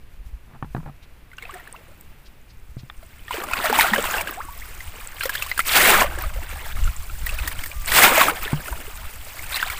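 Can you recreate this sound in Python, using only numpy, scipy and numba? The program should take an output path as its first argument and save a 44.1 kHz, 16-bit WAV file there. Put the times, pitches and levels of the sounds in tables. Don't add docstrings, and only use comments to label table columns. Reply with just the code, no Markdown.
import sys
import numpy as np
from scipy import signal
from scipy.fft import rfft, irfft, next_fast_len
from scipy.io import wavfile
from scipy.ndimage import uniform_filter1d
from numba import njit

SR = 44100
rng = np.random.default_rng(int(sys.argv[2]) if len(sys.argv) > 2 else 0)


def store_pcm(level_fs):
    pcm = np.round(np.clip(level_fs, -1, 1) * 32767).astype(np.int16)
    wavfile.write(sys.argv[1], SR, np.atleast_2d(pcm).T)


N = 431738


def undb(db):
    return 10 ** (np.asarray(db) / 20)


def colour(table, hz):
    f, db = np.transpose(table)
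    return np.interp(np.log(np.maximum(hz, 1)), np.log(f), db)


def noise(table):
    n = next_fast_len(N)
    gain = undb(colour(table, np.arange(n // 2 + 1) * SR / n))
    x = irfft(rfft(rng.standard_normal(n)) * gain, n)[:N]
    return x / x.std()


def walk(rate):
    k = int(SR / rate)
    steps = np.repeat(rng.standard_normal(N // k + 1), k)
    return 1.21 * uniform_filter1d(steps, k)[:N]


@njit
def ring(n, s, hz, t60, size, rise, onset):
    out = np.zeros(n)
    for k in range(len(s)):
        start, length = int(s[k] * SR), int(t60[k] * SR) + 1
        step, phase = 2 * np.pi * hz[k] / SR, 0.
        level, swell = size[k], 0.
        fade = np.exp(-np.log(1000) / length)
        glide = (1 + rise[k]) ** (2 / length)
        up = 1 - np.exp(-1 / (onset[k] * SR + 1e-9))
        for i in range(start, min(start + length * 5 // 6, n)):
            step = min(step * glide, 3.)
            level *= fade
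            swell += up * (1 - swell)
            phase += step
            out[i] += swell * level * np.sin(phase)
    return out


# (start of hold t/s, rise/s, hold/s, fall/s, bubble level/dB,
# big pocket level/dB above bubbles, spray level/dB above bubbles)
STIRS = [(1.403, 0.089, 0.051, 0.3, -44.5, -8, -14), (1.497, 0.22, 0.11, 0.89, -41.5, -4, -13.5),
         (3.332, 0.11, 0.11, 0.48, -29, -5, -8.5), (3.523, 0.076, 0.46, 0.23, -23.5, -7.5, -10),
         (3.793, 0.02, 0.038, 0.16, -16.5, -14, -8), (3.89, 0.3, 0.33, 0.45, -25.5, -7, -6),
         (5.21, 0.024, 0.033, 1, -27, -25, -5), (5.677, 0.025, 0.069, 0.26, -25, -26, 0.5),
         (5.748, 0.13, 0.24, 0.15, -11, -7.5, -5), (6.05, .1, 0.037, 0.45, -28, -4, -15),
         (7.266, 0.36, 0.34, 0.7, -34.5, -11, -4.5), (7.956, 0.14, 0.15, 0.18, -10.5, -7, -3.5),
         (8.153, 0.068, 0.093, 0.22, -13.5, -9.5, -5.5), (8.439, 0.13, 0.052, 0.59, -28.5, -10, -4),
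         (8.686, 0.56, .03, 0.29, -38.5, -2.5, -3), (9.511, 0.22, 0.11, 1, -29.5, -37, -6)]
# (t/s, bubble level/dB, spray level/dB above bubbles)
TRICKLE = [(1.3, -77, 10), (1.75, -69, 8.5), (2.5, -69.5, 2.5), (3.25, -50, -3.5), (4.3, -56, 5),
           (4.57, -44, 0), (5.14, -40, -4.5), (5.6, -48, 6.5), (6.15, -37.5, -3.5), (6.8, -37, -5.5),
           (7.17, -48, 4.5), (7.8, -53, 10), (8.6, -39.5, -2.5), (9.27, -41, -1), (9.79, -38.5, -1)]
SLOPE_DB, CROWN_DB = 32, 4


def stirring(above_db, lag_s, trickle_db):
    t = np.arange(0, N + 64, 64) / SR
    power = undb(2 * np.interp(t, np.transpose(TRICKLE)[0], trickle_db, left=-120))
    for (s, rise, hold, fall, db, *_), up_db in zip(STIRS, above_db):
        since = t - s - lag_s
        arch = CROWN_DB * np.clip(2 * since / hold - 1, -1, 1) ** 2
        flanks = SLOPE_DB * (np.maximum(-since, 0) / rise + np.maximum(since - hold, 0) / fall)
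        power = power + undb(2 * (db + up_db - arch - flanks))
    return np.interp(np.arange(N) / SR, t, 10 * np.log10(power))


# (t/s, level/dB, f/Hz, spray level/dB above the plop)
PLOPS = [(1.316, -37, 2180, -27), (1.332, -35, 1540, -20), (1.382, -28.5, 1610, -24),
         (1.384, -27.5, 2950, -23), (1.424, -25, 2270, -17), (1.437, -35, 1920, -23),
         (1.453, -28, 2640, -36), (1.54, -29.5, 1830, -9.5), (1.598, -32, 2000, -23),
         (1.674, -31.5, 1750, -19), (1.763, -34, 2860, -21), (3.028, -36.5, 670, -12),
         (3.281, -25, 1930, -29), (3.308, -14, 1040, -27), (3.341, -21.5, 480, -8), (3.381, -20, 380, -16),
         (3.436, -22.5, 1190, -7), (3.512, -18.5, 1050, -14), (3.534, -11, 2670, -14),
         (3.641, -14, 754, -8), (3.654, -17.5, 646, -22), (3.698, -11.5, 468, -14), (3.727, -7, 883, -16),
         (3.788, -2, 938, -21), (3.797, -3.5, 2340, -12), (3.809, -4.5, 1850, -7.5), (3.935, -4, 1930, -20),
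         (3.96, -10, 1670, -17), (3.981, -13, 582, -27), (4.04, -16, 1034, -9), (4.14, -12, 1710, -30),
         (4.182, -14, 2850, -18), (4.21, -17.5, 2430, -6), (4.273, -17, 1680, -23),
         (4.29, -23.5, 1310, -18), (4.805, -23, 2140, -19), (5.208, -16, 1690, -33),
         (5.234, -17.5, 1470, -3.5), (5.255, -15, 545, -6.5), (5.294, -11.5, 1750, -10.5),
         (5.352, -16, 1700, -9), (5.423, -13, 2820, -10.5), (5.463, -24.5, 1100, -6),
         (5.515, -11.5, 2150, -31), (5.577, -16, 1700, -7.5), (5.592, -5.5, 1390, -12.5),
         (5.603, -10, 2110, -27), (5.659, -27, 2230, -10), (5.95, -8.5, 1370, -22), (6.044, -15, 611, -25),
         (6.186, -21.5, 1700, -7), (6.237, -19, 1280, -23), (6.558, -30, 845, -25),
         (6.876, -20.5, 1420, -28), (7.098, -28, 1450, -20), (7.267, -16, 2040, -9),
         (7.292, -18, 2770, -12), (7.388, -18.5, 2650, -25), (7.476, -17, 1880, -1.5),
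         (7.59, -25, 3230, -8), (7.637, -22.5, 2250, -4), (7.66, -24, 1880, -2.5), (7.715, -24, 2480, -17),
         (7.919, -9.5, 1920, -8), (8.041, -2.5, 1430, -18), (8.178, -5, 636, -9), (8.213, -1.5, 1150, -14),
         (8.283, -6, 1355, -22), (8.456, -24.5, 447, -20), (8.478, -19, 1850, -17.5),
         (8.682, -21.5, 1460, -15), (8.726, -21.5, 1030, -23), (9.392, -25, 2170, -24),
         (9.544, -14.5, 4170, -23), (9.575, -20, 2100, -20), (9.6, -17, 1900, -20), (9.627, -8, 1550, -20),
         (9.665, -25, 805, -20), (9.7, -17.5, 2350, -8)]


def splats(db, t60):
    kicks = np.zeros(N)
    np.add.at(kicks, (np.transpose(PLOPS)[0] * SR).astype(int), undb(2 * db))
    return signal.lfilter([1], [1, -np.exp(-2 * np.log(1000) / (t60 * SR))], kicks)


def plops():
    s, db, hz, _ = np.transpose(PLOPS)
    t60 = 0.031 * (1500 / hz) ** 0.4
    rise = 0.28 * rng.random(len(s)) ** 2
    cavity = ring(N, s, hz * .94, t60, undb(db), rise, 0.96 / hz)
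    slap_hz = hz * (1.58 + 0.48 * rng.random(len(s)))
    return cavity + ring(N, s, slap_hz, 9 / hz, undb(db - 4.5), 0 * s, 0.9 / hz)


# (f/Hz, level/dB per Hz)
FROTH = [(150, -17.5), (249, -13.5), (406, -12), (580, -10), (1310, -2.5), (2650, -5), (5680, -18.5),
         (8230, -11), (10800, -16), (14800, -12.5), (16000, -44)]


def swarm(db, kind, calm=0.049, full_db=-20, span_db=28, tilt_db=np.zeros(N)):
    lo_hz, hi_hz, cycles, rise, most, scatter_db = kind
    u = rng.random((int(most * N / SR), 6)).T
    s = u[0] * (N - 1) / SR
    at = (s * SR).astype(int)
    here_db = db[at]
    share = calm + (1 - calm) * np.clip(1.5 + (here_db - full_db) / span_db, 0, 1) ** 2
    keep = (u[1] < share) & (here_db > -90)
    hz = lo_hz * (min(hi_hz, 17000) / lo_hz) ** u[2]
    t60 = cycles * (0.41 + 1.64 * u[3]) / hz
    spread_db = -scatter_db * np.log(1 - np.minimum(.99 * u[4], .999))
    size = undb(colour(FROTH, hz) + spread_db) * np.sqrt(hz / t60)
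    power = most * np.mean(size ** 2 * t60) / (4 * np.log(1000))
    here_db = here_db + tilt_db[at] * np.log2(hz / np.sqrt(lo_hz * hi_hz))
    size = size * undb(here_db) / np.sqrt(power * share)
    climb = rise * 2 * u[5]
    return ring(N, s[keep], hz[keep], t60[keep], size[keep], climb[keep], (0.59 / hz)[keep])


# (lowest f/Hz, highest f/Hz, cycles to die before scatter,
# mean share of pitch rise, most grains a second, size scatter level/dB)
POCKETS = (150, 650, 16, .2, 200, 3.5)
BUBBLES = (550, 4500, 28, .22, 1500, 3.0)
SPRAY = (4500, 16000, 24, .1, 4000, 4.5)
SPRAY_LEAD_S, SWEEP_LAG_S, POCKET_LAG_S = 0.011, 0.025, 0.027
TRICKLE_POCKET_DB = -10


def water():
    *_, pocket_db, spray_db = np.transpose(STIRS)
    _, db, drip_spray_db = np.transpose(TRICKLE)
    bubbly = stirring(0 * pocket_db, 0, db)
    deep = stirring(pocket_db, POCKET_LAG_S, db + TRICKLE_POCKET_DB)
    fine = stirring(spray_db, -SPRAY_LEAD_S, db + drip_spray_db)

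    sweep = np.clip(0.15 * (bubbly - stirring(0 * pocket_db, SWEEP_LAG_S, db)), -7, 7)
    rush = np.clip((bubbly + 24) / 8, 0, 1)
    stir = np.clip((bubbly + 44) / 10, .15, 1)
    clump = (2.93 * stir - 0.77 * rush) * walk(45)

    _, db, _, spray_db = np.transpose(PLOPS)
    churn = 10 * np.log10(undb(2 * (bubbly + clump)) + splats(db - 8.5, t60=0.03))
    patter = fine + 1.27 * clump + 0.7 * walk(70)
    bursts = uniform_filter1d(splats(db + spray_db, t60=0.052), size=150)
    mist = 10 * np.log10(undb(2 * patter) + bursts)

    tilt_db = 0.5 * (bubbly - deep - 13.5) + sweep
    bubbles = swarm(churn - 5 + 4 * stir - 1.8 * rush, BUBBLES, calm=0.32, tilt_db=tilt_db)
    pockets = swarm(deep + 1.7 * walk(25) - 3.5 - 3 * rush, POCKETS, full_db=-27.5)
    spray = swarm(mist - 4, SPRAY, calm=0.16, full_db=-21)

    low = noise([(130, -28), (800, 4.0), (1500, 5.5), (2500, -12.5)])
    high = noise([(900, -7.5), (2200, 8.0), (4000, -6.0), (6000, -31)])
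    froth = 0.5 * low * undb(-1.5 * sweep) + 0.79 * high * undb(sweep)
    froth = froth * undb(churn - 5.5 - 6.9 * stir + 7.2 * rush)
    hiss = noise([(3000, -2.5), (5000, -0.5), (6200, -6.5), (8200, 3.0), (10500, -9.0), (15500, 8.0)])
    return bubbles + pockets + spray + froth + hiss * undb(mist)


# (t/s, level/dB, start f/Hz, t60/s, share of pitch rise every half t60)
SINGERS = [(1.429, -35, 464, 0.077, .05), (1.493, -21, 1064, 0.042, 0.32), (1.53, -30, 370, 0.106, .05),
           (1.552, -24, 712, 0.068, .038), (1.741, -26.5, 790, 0.05, 1.7), (3.701, -22, 240, 0.19, 0.074),
           (3.918, -11.5, 208, 0.091, 0.072), (4.368, -19.5, 638, 0.16, 1.5),
           (4.401, -14.5, 983, 0.046, 1.4), (4.485, -21, 914, 0.039, 0.14),
           (4.617, -22.5, 1750, 0.042, 0.64), (6.36, -24.5, 520, 0.048, .1)]


def singers():
    s, db, hz, t60, rise = np.transpose(SINGERS)
    return ring(N, s, hz, t60, undb(db), rise, 0.12 * t60)


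# (t/s, level/dB, f/Hz)
TICKS = [(1.5105, -31, 8200), (1.37, -39, 6400), (1.727, -22, 8750), (2.0103, -33, 8200),
         (2.011, -26, 14300), (4.0263, -13, 7800), (4.1116, -14, 6900), (4.2175, -16, 14800),
         (4.3101, -12, 14500), (6.223, -10, 14500), (6.843, -19, 7500), (6.965, -20.5, 7440),
         (7.263, -7, 14800), (5.0735, -17, 7950), (7.86, -13, 8140)]


def ticks():
    s, db, hz = np.transpose(TICKS)
    return ring(N, s, hz, 40 / hz, undb(db), 0 * s, 0.68 / hz)


# (t/s, level/dB, hardness: 0 dull, 1 firm, 3 a sharp tick,
# pitch share: multiplies the mode pitches, below 1 lower and faster damped, above 1 higher and longer)
KNOCKS = [(.626, -22.5, 1.64, 0.96), (0.645, -30, 1.3, 1.06), (.748, -20, 1.6, .95),
          (0.765, -29.5, 1.5, 1.22), (0.78, -24, 0.44, 1.13), (2.768, -23.5, 0.22, 0.9),
          (2.834, -29.5, 0.1, 0.9), (2.899, -72.5, 4.54, 0.97), (8.531, -10.5, 0.74, 1.04)]
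# (start t/s, length/s, level/dB)
RUBS = [(0.472, 0.056, -53.5), (0.534, 0.033, -47.5), (0.799, 0.096, -44), (0.852, 0.047, -42.5)]
# (f/Hz, level/dB, t60/s)
BUCKET = [(143, -3, 0.14), (219, -1, 0.034), (405, -7, .022), (560, 3, 0.011), (790, 6.5, 0.041),
          (1130, 10.5, 0.021), (1520, 9.5, 0.021), (2040, 1.5, 0.014), (2570, -4, 0.023),
          (3380, 0.5, 0.016)]


def bucket():
    blows = list(KNOCKS)
    for s, length, db in RUBS:
        blows += [(s + length * u, db + 8 * (v - .5), 1.6, 1) for u, v in rng.random((16, 2))]
    low = BUCKET[0][0]
    modes = BUCKET[:1] + 3 * BUCKET[1:]
    rows = []
    for s, db, hard, pitch_share in blows:
        for hz, mode_db, t60 in modes:
            upper = hz > low
            pitch = hz * pitch_share * rng.normal(1, 0.018 + .11 * upper)
            dull_db = 4.6 * (2.5 - hard) * np.log2(hz / low)
            sign = rng.choice([1, 1 - 2 * (hz > 2 * low)])
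            size = -undb(db + mode_db - 5.4 * upper - dull_db) * sign
            rows.append((s, pitch, t60 * pitch_share ** 1.9, size, 0, .0004))
    return ring(N, *np.array(rows).T.copy())


# (t/s, level/dB, f/Hz)
CHIPS = [(1.025, -54.5, 3800), (2.255, -54, 4800), (2.495, -55.5, 4800), (2.785, -51.5, 4800)]


def bird():
    t, out = np.arange(N) / SR, 0
    for s, db, hz in CHIPS:
        shape = np.exp(-((t - s - .012) / 0.014) ** 2)
        scratch = noise([(hz / 4.5, -30), (hz / 2.0, -5), (hz, 0), (hz * 1.17, -6), (hz * 3.1, -30)])
        out = out + undb(db) * shape * scratch
    return out


# (start t/s, length/s, level/dB, f/Hz)
WHISTLES = [(4.425, .13, -44, 1135), (7.71, 0.19, -47, 1197)]


def whistle():
    t, out = np.arange(N) / SR, 0
    waver = 1 + 0.012 * walk(30)
    for s, length, db, hz in WHISTLES:
        shape = np.clip(np.minimum(t - s, s + length - t) / 0.025, 0, 1)
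        slide = 1 - 0.112 * np.exp(-np.abs(t - s) / 0.0147)
        out = out + undb(db) * shape * np.sin(2 * np.pi * hz * np.cumsum(slide * waver) / SR)
    return out


# (t/s, level/dB)
WIND = [(0, -45), (2.4, -46.5), (3.0, -43.5), (4.5, -39), (5.4, -39), (6.5, -36), (8.1, -39), (9.0, -35),
        (9.79, -37.5)]
# (t/s, level/dB, half length/s)
GUSTS = [(0.268, -40.5, 0.11), (.78, -38, 0.14), (6.21, -28, 0.29), (6.829, -17.5, 0.042), (7.3, -29, 0.34),
         (7.87, -28.5, 0.063)]
# (f/Hz, level/dB per Hz)
GUST = [(15, 8), (25, 3), (45, 0.5), (70, -1), (110, -13.5), (180, -23), (300, -45)]
# (t/s, level/dB, f/Hz)
THUMPS = [(.208, -30, 38), (.342, -25, 48), (6.269, -18.5, 45), (6.376, -20, 40.3), (6.836, -16, 36.2),
          (6.892, -23, 40), (7.233, -18.5, 40), (7.42, -20, 39.6), (8.726, -21, 50.3)]


def wind():
    t = np.arange(N) / SR
    power = undb(2 * np.interp(t, *np.transpose(WIND)))
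    for s, db, half in GUSTS:
        power = power + undb(2 * db) * np.exp(-((t - s) / half) ** 2)
    out = noise(GUST) * np.sqrt(power) * undb(3.07 * walk(40))
    for s, db, hz in THUMPS:
        pulse = np.exp(-((t - s) * hz / 0.62) ** 2) * np.cos(2 * np.pi * hz * (t - s))
        out = out + undb(db) * pulse
    return out


# (f/Hz, level/dB per Hz)
MARSH = [(100, -7), (167, -13.5), (284, -18.5), (660, -23.5), (2710, -25), (2950, -29), (6220, -41.5),
         (14900, -37)]
MARSH_DB = -56


def marsh():
    return noise([(60, -26)] + list(MARSH)) * undb(MARSH_DB + 1.0 * walk(2.97))


def scene():
    pond = water() + plops() + singers() + ticks()
    return (pond + bucket() + bird() + whistle() + wind() + marsh())[None]


TOP_HZ = 15500


def record(dry):
    rounded = np.tanh(1.1 * dry) / .95
    return signal.sosfilt(signal.ellip(12, .3, 80, TOP_HZ, fs=SR, output="sos"), rounded)


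dry = scene()
out = record(dry)
store_pcm(out)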